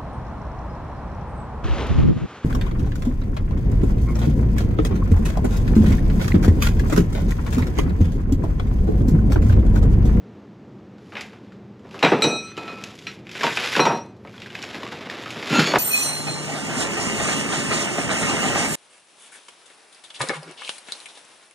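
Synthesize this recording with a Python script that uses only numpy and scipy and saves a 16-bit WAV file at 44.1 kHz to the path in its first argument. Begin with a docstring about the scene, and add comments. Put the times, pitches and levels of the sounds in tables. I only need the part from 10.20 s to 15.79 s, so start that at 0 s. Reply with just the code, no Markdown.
"""Two steel tubes are laid on a wooden workbench, knocked together and pushed aside among plastic bags;
then a long carton of metal parts is dragged over and shaken. Tubes and parts ring as sums of modes;
blows and friction are shaped noise, passed in part through resonances of the bench top. A low hum of
filtered noise fills the workshop, and decaying noise gives its reflections. The two channels differ slightly."""
import sys
import numpy as np
from scipy import signal
from scipy.fft import rfft, irfft
from scipy.io import wavfile

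SR = 44100
rng = np.random.default_rng(int(sys.argv[2]) if len(sys.argv) > 2 else 0)


def dump_mix(stems):
    """Bounce the given channels to the path in sys.argv[1] as a 16-bit WAV at rate SR."""
    frames = np.atleast_2d(stems).T  # one column per channel
    limited = np.clip(frames, -1, 1)  # hard clip at full scale
    pcm = np.round(limited * 32767).astype(np.int16)
    wavfile.write(sys.argv[1], SR, pcm)


N = 246304

# half-octave bands in which the noise of contacts is shaped
EDGES_HZ = 85 * 2 ** np.arange(0, 7.6, .5)
CENTRES_HZ = np.sqrt(EDGES_HZ[1:] * EDGES_HZ[:-1])
BLOW_T = np.arange(int(.3 * SR)) / SR   # time within a blow, s

# light ticks of metal, plastic and card; level before colouring, decay time at 1 kHz:
# [start_s, level_db, hardness_db_per_octave, t60_s, pitch_hz]
TICKS = [(0.7823, -43.5, 3, 0.2, 1460), (0.9536, -21.5, -10, 0.18, 2840), (0.968, -20.5, -1.5, 0.36, 2200),
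         (1.009, -22, 9, 0.098, 2080), (1.1313, -40.5, -16.5, 0.26, 2420), (1.3212, -37, 0.1, 0.25, 1410),
         (1.594, -47, 6, 0.12, 1330), (1.7103, -33.5, 3.5, 0.17, 2640), (1.7914, -25, 5, 0.36, 2670),
         (1.8287, -6, -4, 0.072, 2740), (1.8487, -4.5, -5, 0.36, 2450), (2.021, -9, -8.5, 0.068, 3930),
         (2.041, -9, 5, 0.099, 3900), (2.2774, -39, 7, 0.12, 2570), (2.317, -36, -7, 0.12, 1340),
         (2.3686, -26.5, 5, 0.083, 3060), (2.377, -25, 5, 0.12, 2660), (2.4798, -32, 0.1, 0.064, 2660),
         (2.6386, -19, 10, 0.049, 2570), (2.6567, -34, 6, 0.075, 2980), (2.7536, -37, 11, 0.12, 2450),
         (2.7893, -28.5, 6.5, 0.092, 3660), (2.822, -33, 6, 0.12, 2700), (2.8694, -17, -0.3, 0.25, 2540),
         (3.069, -26.5, -2, 0.066, 2450), (3.0928, -24, 1.5, 0.1, 2520), (3.114, -25.5, 7, 0.13, 2380),
         (3.1524, -20.5, -8, 0.36, 2240), (3.2101, -12.5, -2.5, 0.35, 1790), (3.2327, -9, 3.9, 0.35, 1060),
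         (3.2669, -10.5, -9, 0.36, 2700), (3.3726, -8, -5.5, 0.075, 2570), (3.5304, -13, 0.1, 0.19, 1990),
         (3.5524, -8, -1, 0.12, 1640), (3.5636, -9.5, 2.5, 0.097, 1000), (3.594, -6, -13, 0.092, 1100),
         (3.6533, -9, 3, 0.13, 1030), (3.861, -51, 12, 0.095, 1000), (3.9656, -53, 10, 0.15, 1040),
         (4.0733, -34, -3, 0.27, 2290), (4.141, -32, -5, 0.11, 1480), (4.1796, -29, -3, 0.065, 3370),
         (4.2024, -32, 5, 0.14, 2830), (4.2192, -24, 1, 0.27, 2720), (4.2603, -27, 0.1, 0.14, 1670),
         (4.303, -27, -3, 0.04, 2920), (4.352, -15.5, -1.5, 0.092, 2600), (4.39, -24, -2, 0.058, 2970),
         (4.419, -25, 6, 0.06, 2980), (4.4262, -19, 3, 0.13, 5540), (4.4358, -25, -15, 0.077, 2680),
         (4.4396, -32, 10, 0.073, 2300), (4.5452, -24, 3, 0.35, 1650), (4.6319, -19.5, -1, 0.052, 1090),
         (4.6647, -25, -4, 0.12, 1150), (4.7215, -23.5, 4.5, 0.095, 1510), (4.8987, -16.5, 1.5, 0.14, 1840),
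         (5.0244, -31, 9, 0.099, 1910), (5.0605, -21, -5.5, 0.35, 1270), (5.1049, -22.5, 9, 0.2, 2600),
         (5.1578, -26, -7, 0.36, 1730), (5.2593, -26, 6, 0.056, 1190), (5.3037, -20, -9, 0.12, 1400),
         (5.3931, -1, 3.1, 0.31, 1420), (5.5579, -5, -14, 0.046, 1700)]


def from_db(db):
    """Level to amplitude: 20 dB is a factor of ten."""
    return 10 ** (np.asarray(db) / 20)


def rms_one(x):
    """Normalisation to unit mean power."""
    return x / np.sqrt(np.mean(x ** 2) + 1e-20)


def in_time(rows):
    """Linear interpolation of each column after the time column, one value a sample."""
    s, *columns = np.transpose(rows)
    return np.array([np.interp(np.arange(N) / SR, s, c) for c in columns])


def at_hz(points, hz):
    """Interpolation of a spectrum on a log-frequency axis."""
    points_hz, points_db = np.array(points).T
    return np.interp(np.log(hz), np.log(points_hz), points_db)


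def resonances(x, peaks):
    """Parallel two-pole resonators of alternating sign; bandwidth sets the pole radius, level the peak gain."""
    out = 0
    for k, (hz, width_hz, db) in enumerate(peaks):
        r = np.exp(-np.pi * width_hz / SR)
        b = (1 - r * r) / 2 * np.array([1, 0, -1])
        a = [1, -2 * r * np.cos(2 * np.pi * hz / SR), r * r]
        out = out + (-1) ** k * from_db(db) * signal.lfilter(b, a, x)
    return out


def hum():
    """Stationary noise: a wavering low spectrum, with two drones of noise through narrow resonances."""
    # spectrum of the noise before its scaling to unit power: [frequency_hz, density_db]
    spectrum = [(18, -74), (30, -30), (70, -15), (117, -3.5), (152, -9.5), (206, -1.5), (242, -8.5),
                (361, -8), (490, -14.5), (697, -22), (861, -23), (8200, -49.5), (9500, -60), (12000, -59),
                (18000, -120)]
    # drones, relative to the noise and before the band-pass: [frequency_hz, width_hz, level_db]
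    drone_peaks = [(124.8, 9.9, -16), (203, 15, -10)]
    hum_db, waver_db, wavers_per_s = -44, .6, 6
    hz = np.maximum(np.fft.rfftfreq(N, 1 / SR), 1)
    noise = rms_one(irfft(rfft(rng.standard_normal(N)) * from_db(at_hz(spectrum, hz)), N))
    waver = np.interp(np.arange(N) / SR * wavers_per_s, np.arange(64), rng.standard_normal(64))
    drones = 0
    for f, width_hz, db in drone_peaks:
        drone = resonances(rng.standard_normal(N), [(f, width_hz, 0)])
        drones = drones + from_db(db) * rms_one(drone)
    drones = signal.sosfilt(signal.butter(2, [80, 320], "band", fs=SR, output="sos"), drones)
    return from_db(hum_db) * (noise * from_db(waver_db * waver) + drones)


def rubbing():
    """Sliding friction: amplitude in each band, from the level and brightness of each gesture."""
    # five gestures: a hand turns the tube, it is laid down, it is nudged along, both are pushed into
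    # the bags, the carton is dragged; level before colouring: [time_s, level_db, brightness_db_per_octave]
    gestures = [
        [(0.7, -79, -7), (0.806, -62, 4), (1.02, -51.5, 4.7), (1.45, -69, -4)],
        [(1.58, -71, 0.1), (1.762, -42.5, 1.8), (1.956, -39, -16), (2.008, -34.5, 2), (2.074, -43, 3),
         (2.226, -52, 5), (2.33, -49, -1)],
        [(2.34, -53, 2), (2.434, -40.5, -0.5), (2.942, -48.5, 3.7), (3.04, -60, -1)],
        [(3.05, -54, -2), (3.152, -37, 2), (3.354, -27.5, 3.2), (3.432, -23, -0.3), (3.56, -26.5, 3.3),
         (3.624, -37, 5), (3.778, -47, 3.5), (3.832, -67, 0.1), (3.95, -73, 0.1)],
        [(4.0, -76, 8), (4.11, -49, 3), (4.232, -46.5, 0.5), (4.458, -37, 0.6), (4.882, -36.5, -2.3),
         (5.212, -35.5, 0.7), (5.358, -21, 0.5), (5.494, -25.5, 0.5), (5.585, -28.5, 1)],
    ]
    # spectrum of the rubbing: [frequency_hz, level_db]
    colour = [(250, -23), (500, -14), (900, -10.5), (1600, -3), (2500, -1.5), (4000, -6.5), (5500, -11),
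              (11000, -24)]
    level_db, bright_db = in_time(np.concatenate(gestures))
    for hz in CENTRES_HZ:
        tilt_db = bright_db * np.log2(max(hz, 900) / 2500)
        yield from_db(level_db + at_hz(colour, hz) + tilt_db)


def rumble():
    """Forced vibration: the bench top rumbles under whatever rolls, rocks or slides on it; amplitude by band."""
    # four spells, level before colouring: [time_s, level_db]
    spells = [
        [(1.6, -58), (1.726, -41), (1.864, -49), (1.996, -25.5), (2.044, -15), (2.14, -24.5), (2.186, -33),
         (2.3, -62)],
        [(2.33, -63), (2.474, -35), (2.75, -49)],
        [(3.12, -64), (3.224, -34), (3.382, -53), (3.612, -41), (3.692, -48), (3.836, -40), (3.95, -58)],
        [(4.02, -59), (4.32, -45), (4.564, -41.5), (5.234, -38), (5.37, -40), (5.5, -23), (5.585, -21)],
    ]
    # spectrum of the rumble: [frequency_hz, level_db]
    colour = [(120, -16.5), (250, -0.5), (500, -7), (900, -8), (1600, -21.5), (3000, -37), (11000, -61)]
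    t = np.arange(N) / SR
    level_db = np.maximum.reduce([np.interp(t, *np.transpose(rows), -90, -90) for rows in spells])
    for hz in CENTRES_HZ:
        yield from_db(level_db + at_hz(colour, hz))


def friction_grains(white):
    """Stick-slip as shot noise: random grains of uneven size, in bunches, over a little steady noise."""
    grains_per_s, grain_spread_db = 2500, 4   # rate before bunching
    clump_db, clumps_per_s = 4, 70
    steps = np.arange(N) / SR * clumps_per_s
    bunches = np.interp(steps, np.arange(1000), rng.standard_normal(1000))
    chance = grains_per_s * from_db(clump_db * bunches) / SR
    size = from_db(grain_spread_db * np.minimum(rng.exponential(1, (2, N)), 5))
    grains = (rng.random((2, N)) < chance) * size
    return rms_one(grains * np.sign(white)) + 0.36 * white[::-1]


def blows():
    """Impact as a brief crack on dying noise: amplitude by band, strongest near each blow's own pitch."""
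    # heavy knocks on the bench top; level before colouring, decay time at 1 kHz:
    # [start_s, level_db, hardness_db_per_octave, t60_s, pitch_hz]
    knocks = [(0.921, -30.5, 5.1, 0.56, 151), (1.648, -28, -0.7, 0.22, 223), (1.743, -24.5, 2.2, 0.38, 334),
              (1.826, -4.5, 2.9, 0.14, 853), (1.836, -1, 0.1, 0.19, 191), (1.847, -28, 0.1, 0.31, 760),
              (1.918, 0.5, -0.5, 0.23, 380), (2.044, -4, -3, 0.25, 148), (2.375, -18.5, -0.1, 0.29, 397),
              (2.478, -30, 6.4, 0.6, 1290), (3.239, -6.5, 0.1, 0.13, 950), (3.372, -30, 12.1, 0.085, 1290),
              (3.564, -7.5, 2, 0.35, 900), (3.592, -6, -3, 0.21, 990), (3.652, -11.5, 3, 0.22, 950),
              (3.666, -7, -1.2, 0.33, 950), (3.696, -13.5, -0.2, 0.32, 929), (4.049, -25.5, 1.2, 0.14, 533),
              (4.542, -22.5, 0.1, 0.44, 188), (4.63, -23, 0.1, 0.067, 1080), (4.718, -22, -1, 0.15, 355),
              (5.16, -24.5, -2, 0.57, 353), (5.226, -28, 9.5, 0.12, 1270), (5.303, -16, -9.5, 0.42, 346),
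              (5.324, -9.5, -0.2, 0.54, 322), (5.383, -8.5, -9, 0.1, 272), (5.537, 0, 1.2, 0.083, 550),
              (5.555, -11, 3.5, 0.18, 930)]
    # spectra of knocks and ticks: [frequency_hz, level_db]
    knock_colour, tick_colour = [(120, -8.5), (250, -11.5), (500, -17), (900, -13.5), (1600, -20),
                                 (2500, -25.5), (5500, -44.5), (11000, -77)], [(250, -36.5), (900, -33), (1600, -19), (2500, -15),
                                                       (4000, -22.5), (5500, -26), (8000, -34),
                                                       (11000, -53)]
    # first crack: [level_over_dying_noise_db, time_constant_s]
    knock_crack, tick_crack = (0.5, 0.0015), (4.7, 0.0015)
    hump_db, hump_octaves = 4, 0.23
    struck = np.full((len(CENTRES_HZ), N + len(BLOW_T)), 1e-9)
    lows_last = (1000 / CENTRES_HZ[:, None]) ** 0.031   # lows last longer
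    for rows, colour, middle_hz, (crack_db, crack_s) in [(knocks, knock_colour, 500, knock_crack),
                                                         (TICKS, tick_colour, 2500, tick_crack)]:
        crack = from_db(crack_db) * np.exp(-BLOW_T / crack_s)
        for s, db, hardness_db, t60, pitch_hz in rows:
            dying = from_db(-60 * BLOW_T / (t60 * lows_last)) + crack
            tilt_db = hardness_db * np.log2(np.maximum(CENTRES_HZ / middle_hz, .4))
            near_pitch_db = hump_db * np.exp(-(np.log2(CENTRES_HZ / pitch_hz) / hump_octaves) ** 2)
            band_db = db + at_hz(colour, CENTRES_HZ) + tilt_db + near_pitch_db
            struck[:, round(s * SR):][:, :len(BLOW_T)] += from_db(band_db)[:, None] * dying
    return struck[:, :N]


def tick_pings():
    """Free vibration at constant damping ratio: each tick's sine falls 60 dB in 40 cycles."""
    out = np.zeros(N + len(BLOW_T))
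    ping_db = -5   # against the level of the tick
    for s, db, _, _, hz in TICKS:
        fall_db = 60 * BLOW_T * hz / 40
        ping = from_db(db + ping_db - fall_db) * np.sin(2 * np.pi * hz * BLOW_T)
        out[round(s * SR):][:len(BLOW_T)] += ping
    return out[:N]


def bench(x):
    """Resonance of a plate: the bench top adds its own modes to each contact."""
    # pitches of the bench-top modes: frequency_hz
    mode_hz = [150, 187, 270, 375, 480, 749, 1179, 1567]
    # the same modes, level before the common gain: [width_hz, level_db]
    mode_shape = [(30.3, -1), (28, -13), (12, -19), (17.9, -38), (17.2, -10), (18, 5), (20, -33), (29, -27)]
    peaks = [(hz, *shape) for hz, shape in zip(mode_hz, mode_shape)]
    x = x + 1.21 * resonances(x, peaks)
    # the bench is too small for deep bass
    return signal.sosfilt(signal.butter(4, 115, "high", fs=SR, output="sos"), x)


def contacts():
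    """Band-wise noise synthesis: blows and friction shape filtered noise, pings join, the bench responds."""
    # spectrum common to all contacts, over equal power an octave: [frequency_hz, level_db]
    fine_colour = [(100, -29.5), (170, -11.5), (400, -1), (1500, -3.5), (3500, -0.5), (5000, 0),
                   (8000, 3.5), (11000, -0.5), (14000, -19)]
    white = rng.standard_normal((2, N))
    grains = friction_grains(white)
    out = tick_pings()
    for k, (hz, struck, rubbed, rumbling) in enumerate(zip(CENTRES_HZ, blows(), rubbing(), rumble())):
        sos = signal.butter(2, [EDGES_HZ[k], EDGES_HZ[k + 1]], "band", fs=SR, output="sos")
        even = np.sqrt(SR / 2 / hz) * from_db(at_hz(fine_colour, hz))
        excitation = white[k % 2] * struck + grains[k % 2] * (rubbed + rumbling)
        out = out + even * signal.sosfilt(sos, excitation)
    return bench(out)


def flutter(count):
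    """Band-limited chance: random values of unit spread joined by lines, half a second long."""
    steps = np.arange(SR // 2) / SR * 35   # 35 values a second
    return [np.interp(steps, np.arange(64), row) for row in rng.standard_normal((count, 64))]


def tubes():
    """Modal synthesis: decaying, beating pairs; soft contacts weaken high modes, a hand damps them most."""
    # blows that ring the steel; place is 0 at the end, 1 at the side; a hand stills the tubes after *_free_s:
    # [start_s, tube_a_db, tube_b_db, bar_db, place, contact_cutoff_hz, a_free_s, b_free_s,
    #  bench_loss_db_per_s (up to 2500 Hz, less above)]
    clanks = [(1.829, -22, -23, -28, .1, 9000, .16, .09, 80), (2.022, -15, -16, -42, 0, 30000, .3, .24, 0),
              (2.11, -45, -32, -60, .6, 6000, .2, .17, 5), (2.225, -45, -30, -70, .5, 3000, .08, .04, 30),
              (2.29, -32, -45, -70, .5, 1700, .08, .05, 5), (2.379, -21, -36, -48, .5, 2700, .075, .04, 20),
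              (2.478, -25, -38, -52, .5, 2900, .15, .1, 10),
              (2.868, -28, -28, -60, .5, 6000, .05, .05, 250),
              (3.244, -50, -50, -16, .5, 2000, .03, .1, 150), (3.595, -50, -50, -15, .9, 3000, .1, .1, 60),
              (3.601, -13, -17, -60, 1, 30000, .31, .22, 75), (3.666, -40, -40, -17, .99, 3000, .2, .1, 30),
              (5.537, -50, -50, -22, .5, 2000, .1, .1, 30)]
    # bending modes of tube A, tube B and a flat bar beside them: frequency_hz
    mode_hz = [
        [1322, 2509, 4091, 5969, 8075, 10455, 13068],
        [2397, 3851, 5630, 7681, 9986, 12510, 14013],
        [940],
    ]
    # the close twin that beats with each mode: offset_hz
    twin_offset_hz = [
        [-9, 12, -7, 13, 13, -12, -8],
        [-12, 7, 14, 9, 14, -8, 9],
        [-25],
    ]
    # the same modes: [twin_db, t60_s, end_blow_db, side_blow_db]
    mode_ring = [
        [(-7, 1.0, -13, -14), (-14, .8, -7, -9), (-5, .6, -5, -11), (-11, .8, -11, -24), (-8, .9, -14, -29),
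         (-6, .55, -31, -33), (-6, .5, -47, -50)],
        [(-6, .35, -8, -13), (-2, .6, -3, -19), (-12, .8, -14, -8), (-20, .38, -6, -30), (-20, .5, -22, -34),
         (-5, .45, -42, -48), (-10, .4, -40, -55)],
        [(-4, .45, 0, 0)],
    ]
    flutter_db = 2.8   # the tubes rock and brush the bench while they ring
    out, t = np.zeros(N + SR), np.arange(SR // 2) / SR
    for s, a_db, b_db, bar_db, place, cut_hz, a_free_s, b_free_s, loss_db in clanks:
        bodies = [(a_db, a_free_s), (b_db, b_free_s), (bar_db, a_free_s)]
        for body, (blow_db, free_s) in enumerate(bodies):
            held_s = np.maximum(t - free_s, 0)
            modes = zip(mode_hz[body], twin_offset_hz[body], mode_ring[body], flutter(count=7))
            for hz, twin_hz, (twin_db, t60, end_db, side_db), rocking in modes:
                place_db = (1 - place) * end_db + place * side_db
                bench_db_per_s = loss_db * 2500 / max(hz, 2500)   # the bench drains the low modes
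                hand_db_per_s = .2 * max(hz - 2200, 250)
                fall_db = (60 / t60 + bench_db_per_s) * t + hand_db_per_s * held_s
                level_db = blow_db + place_db + flutter_db * rocking - fall_db
                softness = 1 / (1 + (hz / cut_hz) ** 4)
                twin = from_db(twin_db) * np.sin(2 * np.pi * (hz + twin_hz) * t)
                pair = np.sin(2 * np.pi * hz * t) + twin
                out[round(s * SR):][:len(t)] += from_db(level_db) * softness * pair
    return out[:N]


def carton():
    """Sustained modes with phase diffusion: rubbing keeps loose parts ringing while it jolts their phases."""
    # shaking of the carton: [time_s, low_group_db, high_group_db]
    shake = [(5.288, -74, -82), (5.31, -39, -61), (5.35, -24.5, -42), (5.4, -22.5, -34), (5.44, -34, -39),
             (5.469, -43, -25.5), (5.52, -56, -33.5), (5.545, -52, -35)]
    # parts shifting inside, a low and a high group: frequency_hz
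    parts_hz = [
        [1359, 1397, 2676, 4124, 4974, 6682, 6950],
        [3429, 3467, 4412, 4443, 6682, 7208, 7913, 9373, 11385, 12604],
    ]
    # the same parts, relative to their group: level_db
    parts_level_db = [
        [2, -4.5, -1, -5.5, -29, -9, -9],
        [-2, -9, 1.5, -1, -2, -10, -18, -18, -31, -36],
    ]
    wander_rad = .045   # spread of the phase jolt at each sample
    start, end = round(shake[0][0] * SR), round(shake[-1][0] * SR)
    out, t = np.zeros(N), np.arange(N // 10) / SR
    for level_db, pitches, parts_db in zip(in_time(shake), parts_hz, parts_level_db):
        jolts = wander_rad * np.cumsum(rng.standard_normal((len(pitches), len(t))), axis=1)
        rings = from_db(parts_db) @ np.sin(2 * np.pi * np.outer(pitches, t) + jolts)
        out[start:end] += from_db(level_db[start:end]) * rings[:end - start]
    return out


def workshop(x):
    """Diffuse reverberation: convolution with exponentially decaying, dulled noise that starts 6 ms late."""
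    t60_s, level_db, cut_hz = 0.31, -12, 14000
    t = np.arange(int(.5 * SR)) / SR
    tail = rng.standard_normal(len(t)) * from_db(-60 * t / t60_s) * (t > .006)
    tail = signal.lfilter(*signal.butter(1, cut_hz, fs=SR), tail)
    return from_db(level_db) * signal.fftconvolve(x, tail / np.sqrt(np.sum(tail ** 2)))[:N]


def unlike(x):
    """Decorrelation: the part that differs between channels is the sound smeared over a few milliseconds."""
    # filter on the smeared sound, strongest at both ends: [frequency_hz, level_db]
    spectrum = [(60, -35), (110, -41.5), (200, -81), (360, -63), (660, -64), (1210, -56), (2210, -59),
                (4040, -42), (7360, -33.5), (13400, -2.5)]
    smear = rng.standard_normal(256) * np.hanning(256)
    smear = smear / np.sqrt(np.sum(smear ** 2))
    hz = np.maximum(np.fft.rfftfreq(N, 1 / SR), 1)
    return irfft(rfft(x) * rfft(smear, N) * from_db(at_hz(spectrum, hz)), N)


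def scene():
    """Superposition: sources and reflections add; channels differ slightly and each adds a faint hiss."""
    knocks, rings = contacts(), tubes() + carton()
    to_room = knocks + .3 * rings   # share of the ringing that returns from the walls
    heard = knocks + rings + workshop(to_room) + hum()
    # differencing tilts the hiss toward the treble
    hiss = signal.lfilter([1, -1], [1], rng.standard_normal((2, N)))
    return heard + unlike(heard) * [[1], [-1]] + from_db(-100) * hiss


def record(dry):
    """Microphone response: a wide and a narrow treble dip, no deep bass, rounded peaks and a steep top cut."""
    # resonance subtracted from the sound: [frequency_hz, width_hz, subtracted_db]
    treble_dip = [(8400, 4700, -5)]
    notch_hz, notch_width_hz = 9100, 600
    x = dry - resonances(dry, treble_dip)
    x = signal.lfilter(*signal.iirnotch(notch_hz, notch_hz / notch_width_hz, fs=SR), x)
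    x = signal.sosfilt(signal.butter(2, 60, "high", fs=SR, output="sos"), x)
    top_cut = signal.cheby2(12, 50, 14400, fs=SR, output="sos")   # 50 dB down from 14.4 kHz
    return signal.sosfilt(top_cut, np.tanh(x))


dry = scene()
out = record(dry)
dump_mix(out)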